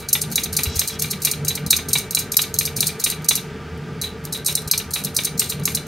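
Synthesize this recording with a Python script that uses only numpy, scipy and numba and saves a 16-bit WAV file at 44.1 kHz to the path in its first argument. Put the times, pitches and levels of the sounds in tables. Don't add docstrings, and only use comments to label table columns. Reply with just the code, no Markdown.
import sys
import numpy as np
from scipy import signal
from scipy.fft import rfft, irfft, next_fast_len
from scipy.io import wavfile
from scipy.ndimage import uniform_filter1d, minimum_filter1d
from numba import njit

SR = 44100
rng = np.random.default_rng(int(sys.argv[2]) if len(sys.argv) > 2 else 0)


def wav_out(sig):
    wavfile.write(sys.argv[1], SR, np.round(np.clip(np.atleast_2d(sig).T, -1, 1) * 32767).astype(np.int16))


def linear_from_db(decibels):
    return 10 ** (np.asarray(decibels, float) / 20)


N = 258867
KNEE_DB, RATIO = -8.5, 1.447


def shape(table, hz):
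    f, db = np.transpose(table)
    return np.interp(np.log(hz + 1), np.log(f), db)


def colour(x, gain):
    return irfft(rfft(x) * gain, x.shape[-1])


def walk(rate):
    hold = int(SR / rate)
    steps = np.repeat(rng.standard_normal(N // hold + 1), hold)
    return 1.3 * uniform_filter1d(uniform_filter1d(steps, hold), hold)[:N]


# frequency in Hz, side minus mid in dB.
STEREO_WIDTH = [(60, -11), (110, -32.5), (200, -22), (380, -26.5), (700, -13.5), (1290, -20), (2380, -31),
                (4400, -13), (8120, -7.5), (15000, -5)]


def pair(mid, side, hz):
    side = colour(side, linear_from_db(shape(STEREO_WIDTH, hz)))
    return np.array([mid + side, mid - side])


# frequency in Hz, density in dB per Hz.
AIR_COLOUR = [(20, -44), (38, -21), (50, -14.5), (76, -17.5), (149, -5), (285, -7.5), (439, -14),
              (531, -25.5), (818, -21.5), (1190, -20), (2350, -28.5), (4500, -34), (9000, -48),
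              (16000, -55.5)]
# frequency in Hz, width in Hz, gain in dB.
DUCT_MODES = [(81.2, 14.8, 17), (150.7, 11.5, 10), (448.3, 54, 10), (1188, 33, 8), (1564, 23, 9),
              (2308, 14, 16), (310.4, 85, -11), (587, 4.2, 16), (1073, 85, -20)]
# time in seconds, level in dB.
DRAUGHT_PUFFS = [(.29, 4.5), (.52, 0), (.86, -9), (1.11, 5), (1.39, -3), (1.65, 5.5), (1.9, 6), (2.52, 1.5),
                 (2.78, 11), (3.6, 1), (3.95, -1), (4.53, 4.5), (4.94, -7), (5.02, 7), (5.36, 5),
                 (5.61, 4.5), (5.74, 6.5)]


def extractor():
    level_db, puff_s = -30, 0.039
    size = next_fast_len(N)
    t, hz = np.arange(N) / SR, np.fft.rfftfreq(size, 1 / SR)
    puffs = sum(db * np.exp(-((t - s) / puff_s) ** 2) for s, db in DRAUGHT_PUFFS)
    drone = puffs + 1.7 * walk(14)
    rumble = 0.4 * drone + 1.0 * walk(9)
    duct_db = sum(gain / (1 + (2 * (hz - f) / width) ** 2) for f, width, gain in DUCT_MODES)
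    gain = linear_from_db(shape(AIR_COLOUR, hz) + duct_db)
    air = pair(*colour(rng.standard_normal((2, size)), gain), hz)
    out = 0
    for centre in 40 * 2 ** np.arange(10):
        band = np.cos(np.clip(np.log2((hz + 1) / centre), -1, 1) * np.pi / 2) ** 2
        if centre < 100:
            gust_db = rumble
        elif centre < 200:
            gust_db = drone
        else:
            gust_db = 0.37 * drone if centre < 700 else 0
        flutter_db = 0.37 * walk(5.96) + 0.55 * walk(1.3)
        out = out + colour(air, band)[:, :N] * linear_from_db(1.3 * gust_db + flutter_db)
    return out * linear_from_db(level_db) / np.sqrt(np.mean(out ** 2))


# start in seconds, peak in dB, pitch in Hz, 60 dB decay in seconds.
WORKTOP_KNOCKS = [
    (0.645, -19, 79, 0.12),
    (0.739, -22.5, 84.7, 0.17),
    (4.636, -29.5, 75.5, .08),
]


def thumps():
    t, out = np.arange(N) / SR, 0
    for s, db, hz, t60 in WORKTOP_KNOCKS:
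        u = np.maximum(t - s, 0)
        swell = (1 - np.exp(-u / 0.0031)) ** 2
        decay = np.exp(-np.log(1000) * u / t60)
        out = out + 3 * linear_from_db(db) * swell * decay * np.sin(2 * np.pi * hz * u)
    return out


# start in seconds, end in seconds, level in dB.
STRIP_SLIDES = [
    (0.667, 0.777, -33.5),
    (0.884, 0.962, -35),
]
# frequency in Hz, width in Hz, level in dB.
SIEVE_WIRES = [(3340, 60, 6), (3960, 86, 13), (4960, 80, 3), (5530, 70, 9)]


def rustle():
    t, hz = np.arange(N) / SR, np.fft.rfftfreq(N, 1 / SR)
    sliding = sum(linear_from_db(db) * np.sin(np.pi * np.clip((t - a) / (b - a), 0, 1)) ** .5
                  for a, b, db in STRIP_SLIDES)
    crackle = linear_from_db(3.06 * rng.exponential(size=N) + 2.4 * walk(300))
    grains = sliding * crackle * rng.standard_normal((2, N))
    wires = 1 + sum(linear_from_db(db) / (1 + 2j * (hz - f) / width) for f, width, db in SIEVE_WIRES)
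    dull = 1 / (1 + ((hz - 4600.) / 3200.0) ** 4)
    return pair(*colour(grains, 0.66 * wires * dull), hz)


def chatter(t, rise_ms, rasp_db, rasp_s):
    size = len(t)
    rise = np.clip(rise_ms, .1, 6) / 1000
    clack = np.exp(np.where(t < 0, t / rise, -t / (0.0043 + 0.82 * rise)))
    rasp_end = 1 + np.exp(np.clip((t - rasp_s) / 0.02, -50, 50))
    rasp = linear_from_db(rasp_db) * np.exp(np.minimum(t, 0) / rise) / rasp_end
    patchy = uniform_filter1d(np.repeat(rng.standard_normal(size // 64), 64), 64)
    grains = linear_from_db(5.9 * np.minimum(rng.exponential(size=size), 3.1))
    envelope = clack * linear_from_db(1.34 * patchy) + rasp * linear_from_db(3.4 * patchy)
    return envelope * grains * rng.standard_normal((2, size))


# frequency in Hz, width in Hz, level in dB.
STEEL_MODES = [(2350, 60, -12), (2847, 54, -13.5), (3160, 120, -24), (3570, 20, -11), (3984, 67, -1),
               (4230, 90, -8.5), (4830, 27, -18), (6060, 71, -22), (6394, 310, -12), (7200, 89, -17.5),
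               (8700, 206, -7.5), (9476, 154, -5.5), (11570, 150, -4.5), (12600, 180, -12),
               (13700, 72, -14.5), (15700, 150, -52.5)]
# frequency in Hz, density in dB per Hz.
CRACK_COLOUR = [(400, -48), (700, -60), (1160, -26), (1800, -28), (2400, -12), (3100, -25.5), (3700, -11),
                (4700, -9), (8000, -13), (11900, -13), (15500, -16), (16400, -15.5)]


def steel_body(hz, low_db, ring_db):
    frame_hz = 3970
    grip = np.interp(hz, np.linspace(0, SR / 2, 40), rng.standard_normal(40))
    body = linear_from_db(shape(CRACK_COLOUR, hz) - 3.0 + 0.89 * grip) + 0j
    for f, width, db in STEEL_MODES:
        scatter, drift = rng.standard_normal(2)
        centre = f * (1 + .008 * drift)
        strength_db = db - 1.5 + 3 * np.clip(scatter, -2, 1.5)
        if abs(f - frame_hz) < 200:
            strength_db += ring_db
        body = body + linear_from_db(strength_db) / (1 + 2j * (hz - centre) / (1.26 * width))
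    return body * linear_from_db(low_db / (1 + (hz / 3370.0) ** 12))


def contact(rise_ms, rasp_db, rasp_s, low_db, ring_db=0, size=8192, lead=1024):
    t, hz = (np.arange(size) - lead) / SR, np.fft.rfftfreq(size, 1 / SR)
    force = chatter(t, rise_ms, rasp_db, rasp_s)
    out = pair(*colour(force, steel_body(hz, low_db, ring_db)), hz) * np.hanning(size) ** 0.026
    return out / np.sqrt(np.mean(out[:, lead:lead + size // 32] ** 2))


# time in seconds, peak in dB, swell in ms, rasp in dB under the peak,
# carrot and handle share under 3.4 kHz in dB.
BLADE_LANDINGS = [(.0888, -9, 1.7, -18, -3), (.322, -16.5, .9, -6, -11), (.5302, -12.5, 1.7, -11, 2),
                  (.7623, -12, 4.8, -2, 2.5), (.9963, -9, 2.1, -6, -0.5), (1.221, -13, 1.8, 7, 4),
                  (1.449, -13, .8, -9, 3), (1.664, -14.5, .4, -15, -8), (1.886, -13, .44, -5.5, 4),
                  (2.1087, -8.5, 0.3, -16, -2), (2.3204, -7.5, 1.5, -9, -4), (2.5416, -8, .32, -16.5, -10),
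                  (2.7673, -9.5, 2.7, -9, -2), (3.0, -13, 2.8, -5.5, -1), (3.245, -17.5, 0.45, -16, 6),
                  (4.4475, -15, .5, -6, 2.5), (4.6774, -15, .98, -18, 2), (4.908, -19, .49, -7, -14),
                  (5.15, -15.5, 2.8, -15, -9), (5.3793, -12.5, 2, -19, 3), (5.636, -17.5, 0.9, -18, 1)]
# time in seconds, peak in dB, swell in ms, rasp in dB under the peak,
# carrot and handle share in dB.
TOOTH_BITES = [(.1308, 4, 0.91, -33, -2.5), (.3574, 0, 0.57, -23.5, 0), (.5677, -2, 0.93, -19.5, 2),
               (.7933, 0.5, 0.4, -27.5, -3), (1.022, -4, 1, -28, -3.5), (1.2504, 0.5, 0.87, -24, -3.5),
               (1.4835, -3, 1.8, -29, -5.5), (1.7077, 5.5, 1.6, -28.5, -4), (1.9325, 1.5, 0.49, -25, -2),
               (2.1492, 0, 0.56, -28, -1), (2.3684, 5.5, 0.16, -35, -4.5), (2.5882, 1, 0.48, -23.5, -5),
               (2.806, .5, .31, -18, -2.5), (3.04, -1.5, .47, -20, 1), (3.288, 5.5, 1.1, -32, -3.5),
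               (4.4645, -2.5, 2.8, -14.5, -2), (4.7138, 3, 0.57, -33, -4), (4.938, -4, 1.7, -15.5, 2.5),
               (5.1669, -1, 1.5, -22.5, -2), (5.396, 0.5, 1.1, -24.5, -4.5), (5.655, -0.5, 0.55, -21.5, 1)]
# time in seconds, peak in dB, swell in ms,
# rasp in dB under the peak, carrot and handle share in dB.
BLADE_RETURNS = [(.2178, -6, 2, -41, -9), (.4376, -7.5, 2.5, -26, -5), (.635, -5.5, 0.95, -16.5, -.5),
                 (.8832, -10, 0.95, -15, -11), (1.1113, -6.5, 4.7, -21, -4), (1.3142, -5, 0.82, -25, -6),
                 (1.5552, -9.5, 3.2, -19, 2.5), (1.7666, -6, 1.6, -35, 1), (1.9844, -8, 0.95, -19, -15),
                 (2.1925, -8, 5.1, -22, -18), (2.4193, -5, 2.7, -36, -7), (2.6543, -6.5, 1.9, -21, -3),
                 (2.8696, -4, 2.1, -27, -8), (3.1006, -7, 1.0, -17, -1), (3.3555, -6, 1.6, -27, -8),
                 (4.5532, -1.5, 0.64, -25, -8), (4.7778, -5, 0.37, -25, -4), (5.0477, -7, 0.55, -21, -5),
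                 (5.248, -6.5, 1.3, -37, -6), (5.501, -7.5, 5.7, -18, -2), (5.7505, -4, 1.8, -25, -5)]
# time in seconds, peak in dB.
PIVOT_BOUNCES = [(0.2147, -18), (.8762, -8.5), (1.4825, -17), (1.974, -12), (2.661, -10.5), (2.88, -9.5),
                 (3.1123, -14), (3.3536, -11.5), (3.362, -8.5), (4.7913, -14), (5.0384, -14), (5.236, -13),
                 (5.252, -5)]
# time in seconds, # peak in dB, rasp in dB under the peak, frame ring in
# dB.
HAND_TOUCHES = [(-.03, -6.5, -16.5, 11.5), (.3019, -29, -2, 0), (0.316, -19, -15, 4), (1.2036, -34, -8, 3),
                (3.22, -34, -14, -1), (3.777, -42, -33, -9), (4.015, -10.5, -4.5, 15.5),
                (4.241, -33, -12, 3), (4.251, -18, -20, -3), (4.3257, -10.5, -5.5, 10.5),
                (4.62, -28, -37, -3), (5.597, -27, -20, 13), (5.867, -29.5, -16, 4)]


def peeler():
    rows = []
    for table, rasp_s in ((BLADE_LANDINGS, 0.055), (TOOTH_BITES, 0.055), (BLADE_RETURNS, 0.023)):
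        rows += [(s, db, swell_ms, rasp_db, rasp_s, low_db) for s, db, swell_ms, rasp_db, low_db in table]
    rows += [(s, db, 1, -25, 0.026, -4.5) for s, db in PIVOT_BOUNCES]
    rows += [(s, db, .65, rasp_db, 0.025, -2.1, ring_db) for s, db, rasp_db, ring_db in HAND_TOUCHES]
    out = np.zeros((2, N + SR))
    for s, db, *touch in rows:
        blow_db = db - 9.0 + (RATIO - 1) * max(db - KNEE_DB, 0)
        i = int(s * SR) + SR // 2 - 1024 - 12
        out[:, i:i + 8192] += contact(*touch) * linear_from_db(blow_db)
    return out[:, SR // 2:SR // 2 + N]


def kitchen(x, t60=0.26, treble_t60=0.085, wet_db=-10.0, dull_hz=7130.0, wide_db=5.5):
    t, hz = np.arange(SR // 2) / SR, np.fft.rfftfreq(SR // 2, 1 / SR)
    noise = rng.standard_normal((2, len(t))) * (1 - np.exp(-t / 0.0008))
    low = 1 / (1 + (hz / dull_hz) ** 2)
    body = colour(noise * np.exp(-np.log(1000) * t / t60), low)
    treble = colour(noise * np.exp(-np.log(1000) * t / treble_t60), 0.66 * (1 - low))
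    mid, side = body + treble
    tail = pair(mid, side * linear_from_db(wide_db), hz)
    tail *= linear_from_db(wet_db) / np.sqrt(np.sum(tail ** 2, axis=1, keepdims=True))
    return x + signal.fftconvolve(x.mean(axis=0, keepdims=True), tail, axes=1)[:, :N]


def scene():
    return kitchen(peeler() + rustle()) + extractor() + thumps()


@njit
def release(db, step):
    out, e = np.empty(len(db)), 0.
    for i in range(len(db)):
        e = max(db[i], e - step * e)
        out[i] = e
    return out


def late_lows(x):
    split_hz, late_s, spread_s = 4028, .022, 0.00204
    hz = np.fft.rfftfreq(N, 1 / SR)
    low = 1 / (1 + (hz / split_hz) ** 18)
    delay_s = late_s + spread_s * (1 - hz / (2 * split_hz))
    return colour(x, 1 - low + low * np.exp(-2j * np.pi * hz * delay_s))


def duck_ahead(x):
    ahead_s, release_s = 0.0207, 0.036
    over_db = np.maximum(20 * np.log10(np.abs(x).max(axis=0) + 1e-9) - KNEE_DB, 0)
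    ahead = int(ahead_s * SR)
    over_db = -minimum_filter1d(-over_db, ahead, origin=-(ahead // 2))
    over_db = uniform_filter1d(release(over_db, 1 / (release_s * SR)), 64)
    return x * linear_from_db(-over_db * (1 - 1 / RATIO))


def low_pass(x):
    return signal.sosfilt(signal.butter(12, 16480, fs=SR, output="sos"), x)


def record(dry):
    x = duck_ahead(late_lows(dry))
    x = x + 0.053 * colour(x ** 2, np.fft.rfftfreq(N, 1 / SR) > 300)
    top_cut = signal.ellip(10, .2, 60, 15750, fs=SR, output="sos")
    x = signal.sosfilt(top_cut, x)
    return low_pass(np.clip(x, -1, 1))


dry = scene()
out = record(dry)
wav_out(out)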